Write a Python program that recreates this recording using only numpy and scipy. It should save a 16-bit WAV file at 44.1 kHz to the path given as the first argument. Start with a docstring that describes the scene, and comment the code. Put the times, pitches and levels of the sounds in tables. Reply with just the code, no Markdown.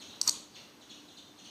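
"""Chattering relay on a desk, small hard room

Near: a small relay snaps once, then chatters as its armature bounces and rattles before it seats. Blows ring
decaying modes of its metal parts, case and circuit board; filtered noise makes the cracks and the rattle. Amid
the blows the spring quivers, a pitch-jittered sine. Echoes and a dense tail place it in the room. Behind: faint
wavering hum, steady room noise and distant falling chirps, probably a bird (swept sines)."""
import sys
import numpy as np
from scipy import signal
from scipy.fft import rfft, irfft
from scipy.io import wavfile

SR = 44100
rng = np.random.default_rng(int(sys.argv[2]) if len(sys.argv) > 2 else 0)


def materialize(psi):
    """Save the field psi as 16-bit PCM at rate SR to the path in sys.argv[1].

    A 1-D psi becomes a single channel; in a 2-D psi each row is a channel.
    """
    bounded = np.clip(np.atleast_2d(psi).T, -1, 1)
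    quanta = np.round(bounded * 32767).astype(np.int16)
    wavfile.write(sys.argv[1], SR, quanta)


N = 66150

# room noise, spectrum before scaling to rms 1: f/Hz, relative level/dB
NOISE_SPECTRUM = [(20, -46), (50, -15.5), (90, -2), (140, -2), (230, 4), (330, 1.5), (480, -3.5),
                  (1200, -7), (1900, -11.5), (3500, -13.5), (6200, -13.5), (8500, -21.5), (11000, -25.5),
                  (15000, -23.5)]
# room noise over time: t/s, level/dB
NOISE_LEVEL = [(0, -55), (.25, -55), (.5, -60), (.6, -56), (.75, -58.5), (1, -57.5), (1.35, -59),
               (1.5, -57.5)]
# hum over time: t/s, level/dB
HUM_SWELL = [(0, -70), (.37, -62.5), (.6, -69.5), (.8, -69.5), (1.02, -59), (1.2, -68), (1.5, -65)]
# distant chirps: t/s, length/s, start f/Hz, end f/Hz, level/dB, octave relative level/dB
CHIRPS = [(.0, 0.032, 4414, 2557, -48.5, -2.5), (0.082, 0.043, 4308, 2937, -51.5, -13),
          (0.308, 0.039, 4207, 2734, -51.5, -1.5), (0.52, 0.067, 4785, 4260, -58.5, -13),
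          (0.546, .024, 4188, 2287, -48.5, -5.5), (0.809, 0.025, 4100, 2785, -55.5, -3.5),
          (0.894, 0.025, 4408, 2513, -48, -5.5), (1.08, .026, 4108, 2880, -55, -5.5),
          (1.169, 0.019, 4574, 2680, -49, -5.5), (1.377, 0.027, 4100, 2744, -53.5, -3),
          (1.444, 0.023, 4600, 2453, -49.5, -4.5)]
# tone colour of the chirps and their reverberation: f/Hz, gain/dB
CHIRP_COLOUR = [(2300, -3), (3200, -2), (4200, -0.5), (5000, -7), (5700, 1), (6600, 1), (7100, -8),
                (7800, -11), (9500, -10.5)]
# jolts of the circuit board: t/s, level/dB
BOARD_JOLTS = [(.2126, -32.5), (.2727, -33.5), (.2815, -34.5), (.2855, -40), (.2888, -38), (.2930, -43)]
# armature blows: t/s, then the level/dB of case, armature, yoke, spring and crack
BLOWS = [(0.2143, -12, -18, -21.5, -11.5, -26), (0.276, -24.5, -11.5, -26.5, -39, -38),
         (0.2774, -8.5, -7.5, -37, -19.5, -44), (0.2803, -21, -33, -26.5, -21.5, -60),
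         (0.2924, -20, -28, -35, -32, -29), (0.2936, -9, -13, -22, -12, -26.5)]
# modes of the circuit board: f/Hz, relative level/dB
BOARD_MODES = [(930, -18), (1080, -1), (1220, -0.5), (2450, -8)]
# modes of the armature: f/Hz, relative level/dB
ARMATURE_MODES = [(6760, 1), (6980, -11)]
# modes of the case: f/Hz, relative level/dB
CASE_MODES = [(5520, -9), (5790, 2), (6110, 1.5), (11620, -18), (12520, -20), (13500, -23), (14300, -35)]
# modes of the metal yoke: f/Hz, relative level/dB
YOKE_MODES = [(7750, 0.5), (8090, 3.5), (8600, -11), (9600, -12.5)]
# modes of the contact spring: f/Hz, relative level/dB
SPRING_MODES = [(4130, -11.5), (4500, 3), (4730, 0.5)]
# crack of a blow, spectrum before scaling to rms 1: f/Hz, relative level/dB
CRACK_SPECTRUM = [(30, -37), (120, -38), (400, -16), (1200, -14), (1900, -26), (2600, -5), (3400, -17.5),
                  (4300, 8.5), (6500, 3), (8500, -4), (10300, -7), (12800, -9.5), (15000, -10.5)]
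# fine rattle, spectrum before scaling to rms 1: f/Hz, relative level/dB
RATTLE_SPECTRUM = [(40, -12.5), (100, -7), (300, -0.5), (600, -7.5), (1150, 3), (1700, -9), (2700, -3.5),
                   (3400, -5), (4500, 3), (6500, 0.5), (8200, 1), (9800, -17), (12000, -3.5), (13600, -10),
                   (15000, -24)]
# quivers of the contact spring: t/s, length/s, f/Hz, level/dB
SPRING_QUIVERS = [(0.2743, 0.0049, 4610, -26.5), (.2820, .0050, 4510, -23), (0.2858, 0.0068, 4410, -20.5)]
# early reflections of the relay: delay t/s, level/dB
ECHOES = [(.00105, -18.5), (0.012, -29), (0.0142, -19), (0.0152, -27), (0.021, -25)]
# reverberation time of the room, 60 dB decay: f/Hz, T60/s
ROOM_T60 = [(200, 1), (1300, 0.48), (3500, 0.55), (6000, 0.4), (9000, 0.39), (15000, 0.3)]
# tone colour of the room's tail: f/Hz, gain/dB
ROOM_COLOUR = [(60, 2), (140, 3.5), (230, 14), (500, 6), (1200, 3), (2000, -3), (3300, 2.5), (3900, -1),
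               (4480, -5), (5100, -7), (5800, -6), (6700, 1.5), (8050, 1), (8500, -2), (9100, -8),
               (10300, 2), (14000, -9)]
# dips in the sound that the relay radiates: f/Hz, width/Hz, gain/dB
RELAY_DIPS = [(5100, 190, -6), (6430, 90, -2)]
# notch in the microphone's response: f/Hz, width/Hz, gain/dB
MIC_NOTCH = [(7286, 174, -16.5)]

HUM_HZ, HUM_WAVER_RAD, WAVER_RATE_HZ = 296.1, 0.23, 7.5  # the waver is an rms phase swing
CHIRP_BEND, CHIRP_EDGE = 1.1, 0.14  # exponents of the pitch fall and of the swell
CHIRP_RASP_HZ, CHIRP_RASP_RATE_HZ = 259, 750
CHIRP_T60_S, CHIRP_BUILD_S, CHIRP_DIRECT_DB = 0.72, 0.0045, -0.5
DETUNE = 0.0078  # rms fraction of a mode's pitch
BOARD_RISE_S, BOARD_T60_S = 0.001, 0.012
METAL_RISE_S, CASE_T60_S, YOKE_T60_S = 0.00055, 0.007, 0.014  # the armature decays like the case
SPRING_RISE_S, SPRING_T60_S = 0.001, 0.0084
CRACK_T60_S = 0.018
RATTLE_FULL_S, RATTLE_END_S, RATTLE_DB = 0.28, 0.294, -35.5  # full level between these times
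RATTLE_RISE_DB_PER_S, RATTLE_FALL_DB_PER_S = 560, 3000
QUIVER_JITTER_HZ, QUIVER_RATE_HZ = 110, 1200
ROOM_DB, ROOM_BUILD_S = -13.5, 0.016
ROOM_CRACK_DB = 13  # the crack spreads into the room more than the ringing does
EDGE_HZ = 15150


def amp(db):
    """Decibels to gain."""
    return 10 ** (np.asarray(db) / 20)


def evened(x):
    """Scales to rms 1."""
    return x / np.sqrt(np.mean(x ** 2) + 1e-20)


def read(points, hz):
    """Reads a table along a log-frequency axis."""
    f, value = np.transpose(points)
    return np.interp(np.log(hz + 1), np.log(f + 1), value)


def coloured(x, points):
    """Filters by a table of f/Hz, gain/dB."""
    size = 2 * len(x)
    gain = amp(read(points, np.fft.rfftfreq(size, 1 / SR)))
    return irfft(rfft(x, size) * gain, size)[:len(x)]


def notched(x, dips):
    """Cuts narrow dips (f/Hz, width/Hz, gain/dB) out of a sound."""
    hz = np.fft.rfftfreq(2 * N, 1 / SR)
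    cut_db = sum(db * np.exp(-((hz - centre) / width) ** 2) for centre, width, db in dips)
    return irfft(rfft(x, 2 * N) * amp(cut_db))[..., :N]


def add(mix, s, sound):
    """Mixes a sound in at a time in seconds."""
    part = mix[max(round(s * SR), 0):][:len(sound)]
    part += sound[:len(part)]


def drift(rate_hz, size=N):
    """Random motion of rms 1, mostly slower than a rate."""
    hz = np.fft.rfftfreq(size, 1 / SR)
    slow = (hz > 0) / (1 + (hz / rate_hz) ** 4)
    return evened(irfft(rfft(rng.standard_normal(size)) * slow, size))


def tail(t60, build_s):
    """Dense reflections that build up while each band dies at its own speed; energy 1."""
    hz, t, bands = signal.stft(rng.choice([-1., 1.], SR), SR, nperseg=256)
    decay = amp(-60 * t / read(t60, hz)[:, None])
    out = signal.istft(bands * decay, SR)[1]
    out = out * (1 - np.exp(-(np.arange(len(out)) / SR / build_s) ** 2))
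    return out / np.linalg.norm(out)


def fade(t60, t):
    """Exponential decay by 60 dB in t60 seconds."""
    return np.exp(-np.log(1000) * t / t60)


def ring(modes, rise_s, t60, t):
    """Modes of a struck part that swell and die together, slightly detuned at each strike."""
    out = np.zeros(len(t))
    for hz, db in modes:
        detuned_hz = hz * (1 + DETUNE * rng.standard_normal())
        out += amp(db) * np.sin(2 * np.pi * detuned_hz * t)
    return out * (1 - np.exp(-t / rise_s)) * fade(t60, t)


def background():
    """Soft, steady room noise and a hum whose phase wavers while its level swells."""
    t = np.arange(N) / SR
    noise = evened(coloured(rng.standard_normal(N), NOISE_SPECTRUM))
    waver = HUM_WAVER_RAD * drift(WAVER_RATE_HZ)
    hum = evened(np.sin(2 * np.pi * HUM_HZ * t + waver))
    noise_db = np.interp(t, *np.transpose(NOISE_LEVEL))
    hum_db = np.interp(t, *np.transpose(HUM_SWELL))
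    return amp(noise_db) * noise + amp(hum_db) * hum


def bird():
    """Distant, slightly raspy falling whistles with their octave, heard mostly as reverberation."""
    out = np.zeros(N)
    for s, length, start_hz, end_hz, db, octave_db in CHIRPS:
        u = np.arange(0, length, 1 / SR) / length  # 0 to 1 along the chirp
        rasp = CHIRP_RASP_HZ * drift(CHIRP_RASP_RATE_HZ, size=4096)[:len(u)]
        hz = start_hz + (end_hz - start_hz) * u ** CHIRP_BEND + rasp
        phase = 2 * np.pi * np.cumsum(hz) / SR
        whistle = np.sin(phase) + amp(octave_db) * np.sin(2 * phase)
        call = amp(db) * abs(np.sin(np.pi * u)) ** CHIRP_EDGE * whistle
        add(out, s, amp(CHIRP_DIRECT_DB) * call)
        add(out, s, 2 * signal.fftconvolve(call, tail([(1, CHIRP_T60_S)], CHIRP_BUILD_S)))
    return coloured(out, CHIRP_COLOUR)


def board():
    """The moving armature jolts the circuit board, which rings low and briefly."""
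    out, t = np.zeros(N), np.arange(SR // 20) / SR
    for s, db in BOARD_JOLTS:
        add(out, s, amp(db) * ring(BOARD_MODES, BOARD_RISE_S, BOARD_T60_S, t))
    return out


def relay():
    """Each blow cracks and rings armature, case, yoke and spring; gives the ringing and the cracks."""
    rings, cracks, t = np.zeros(N), np.zeros(N), np.arange(SR // 20) / SR
    for s, case_db, armature_db, yoke_db, spring_db, crack_db in BLOWS:
        add(rings, s, amp(armature_db) * ring(ARMATURE_MODES, METAL_RISE_S, CASE_T60_S, t))
        add(rings, s, amp(case_db) * ring(CASE_MODES, METAL_RISE_S, CASE_T60_S, t))
        add(rings, s, amp(yoke_db) * ring(YOKE_MODES, METAL_RISE_S, YOKE_T60_S, t))
        add(rings, s, amp(spring_db) * ring(SPRING_MODES, SPRING_RISE_S, SPRING_T60_S, t))
        burst = evened(coloured(rng.standard_normal(len(t)), CRACK_SPECTRUM))
        add(cracks, s, amp(crack_db) * burst * fade(CRACK_T60_S, t))
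    return rings, cracks


def chatter():
    """The half-held armature rattles finely until it seats; its spring quivers in short swells."""
    t = np.arange(N) / SR
    below_db = RATTLE_RISE_DB_PER_S * np.maximum(RATTLE_FULL_S - t, 0)
    below_db += RATTLE_FALL_DB_PER_S * np.maximum(t - RATTLE_END_S, 0)
    rattle = evened(coloured(rng.standard_normal(N), RATTLE_SPECTRUM))
    out = amp(RATTLE_DB - below_db) * rattle
    for s, length, hz, db in SPRING_QUIVERS:
        u = np.arange(0, length, 1 / SR) / length
        pitch = hz + QUIVER_JITTER_HZ * drift(QUIVER_RATE_HZ, size=4096)[:len(u)]
        tone = np.sin(2 * np.pi * np.cumsum(pitch) / SR)
        add(out, s, amp(db) * np.sin(np.pi * u) * tone)
    return out


def room(rings, cracks):
    """Desk and walls throw the relay's sound back, then the room rings on."""
    direct = rings + cracks
    spread = rings + amp(ROOM_CRACK_DB) * cracks
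    reverb = coloured(tail(ROOM_T60, ROOM_BUILD_S), ROOM_COLOUR)
    out = direct + amp(ROOM_DB) * signal.fftconvolve(spread, reverb)[:N]
    for delay_s, db in ECHOES:
        add(out, delay_s, amp(db) * direct)
    return out


def scene():
    """The relay in its room, over the background and the distant bird."""
    rings, cracks = relay()
    clicks = notched(room(rings + chatter() + board(), cracks), RELAY_DIPS)
    return (clicks + bird() + background())[None]


def record(dry):
    """A narrow notch in the microphone's response, then a low-pass band limit."""
    heard = notched(dry, MIC_NOTCH)
    lowpass = signal.firwin(301, EDGE_HZ, window=("kaiser", 9), fs=SR)
    return signal.oaconvolve(heard, lowpass[None], "same")


dry = scene()
out = record(dry)
materialize(out)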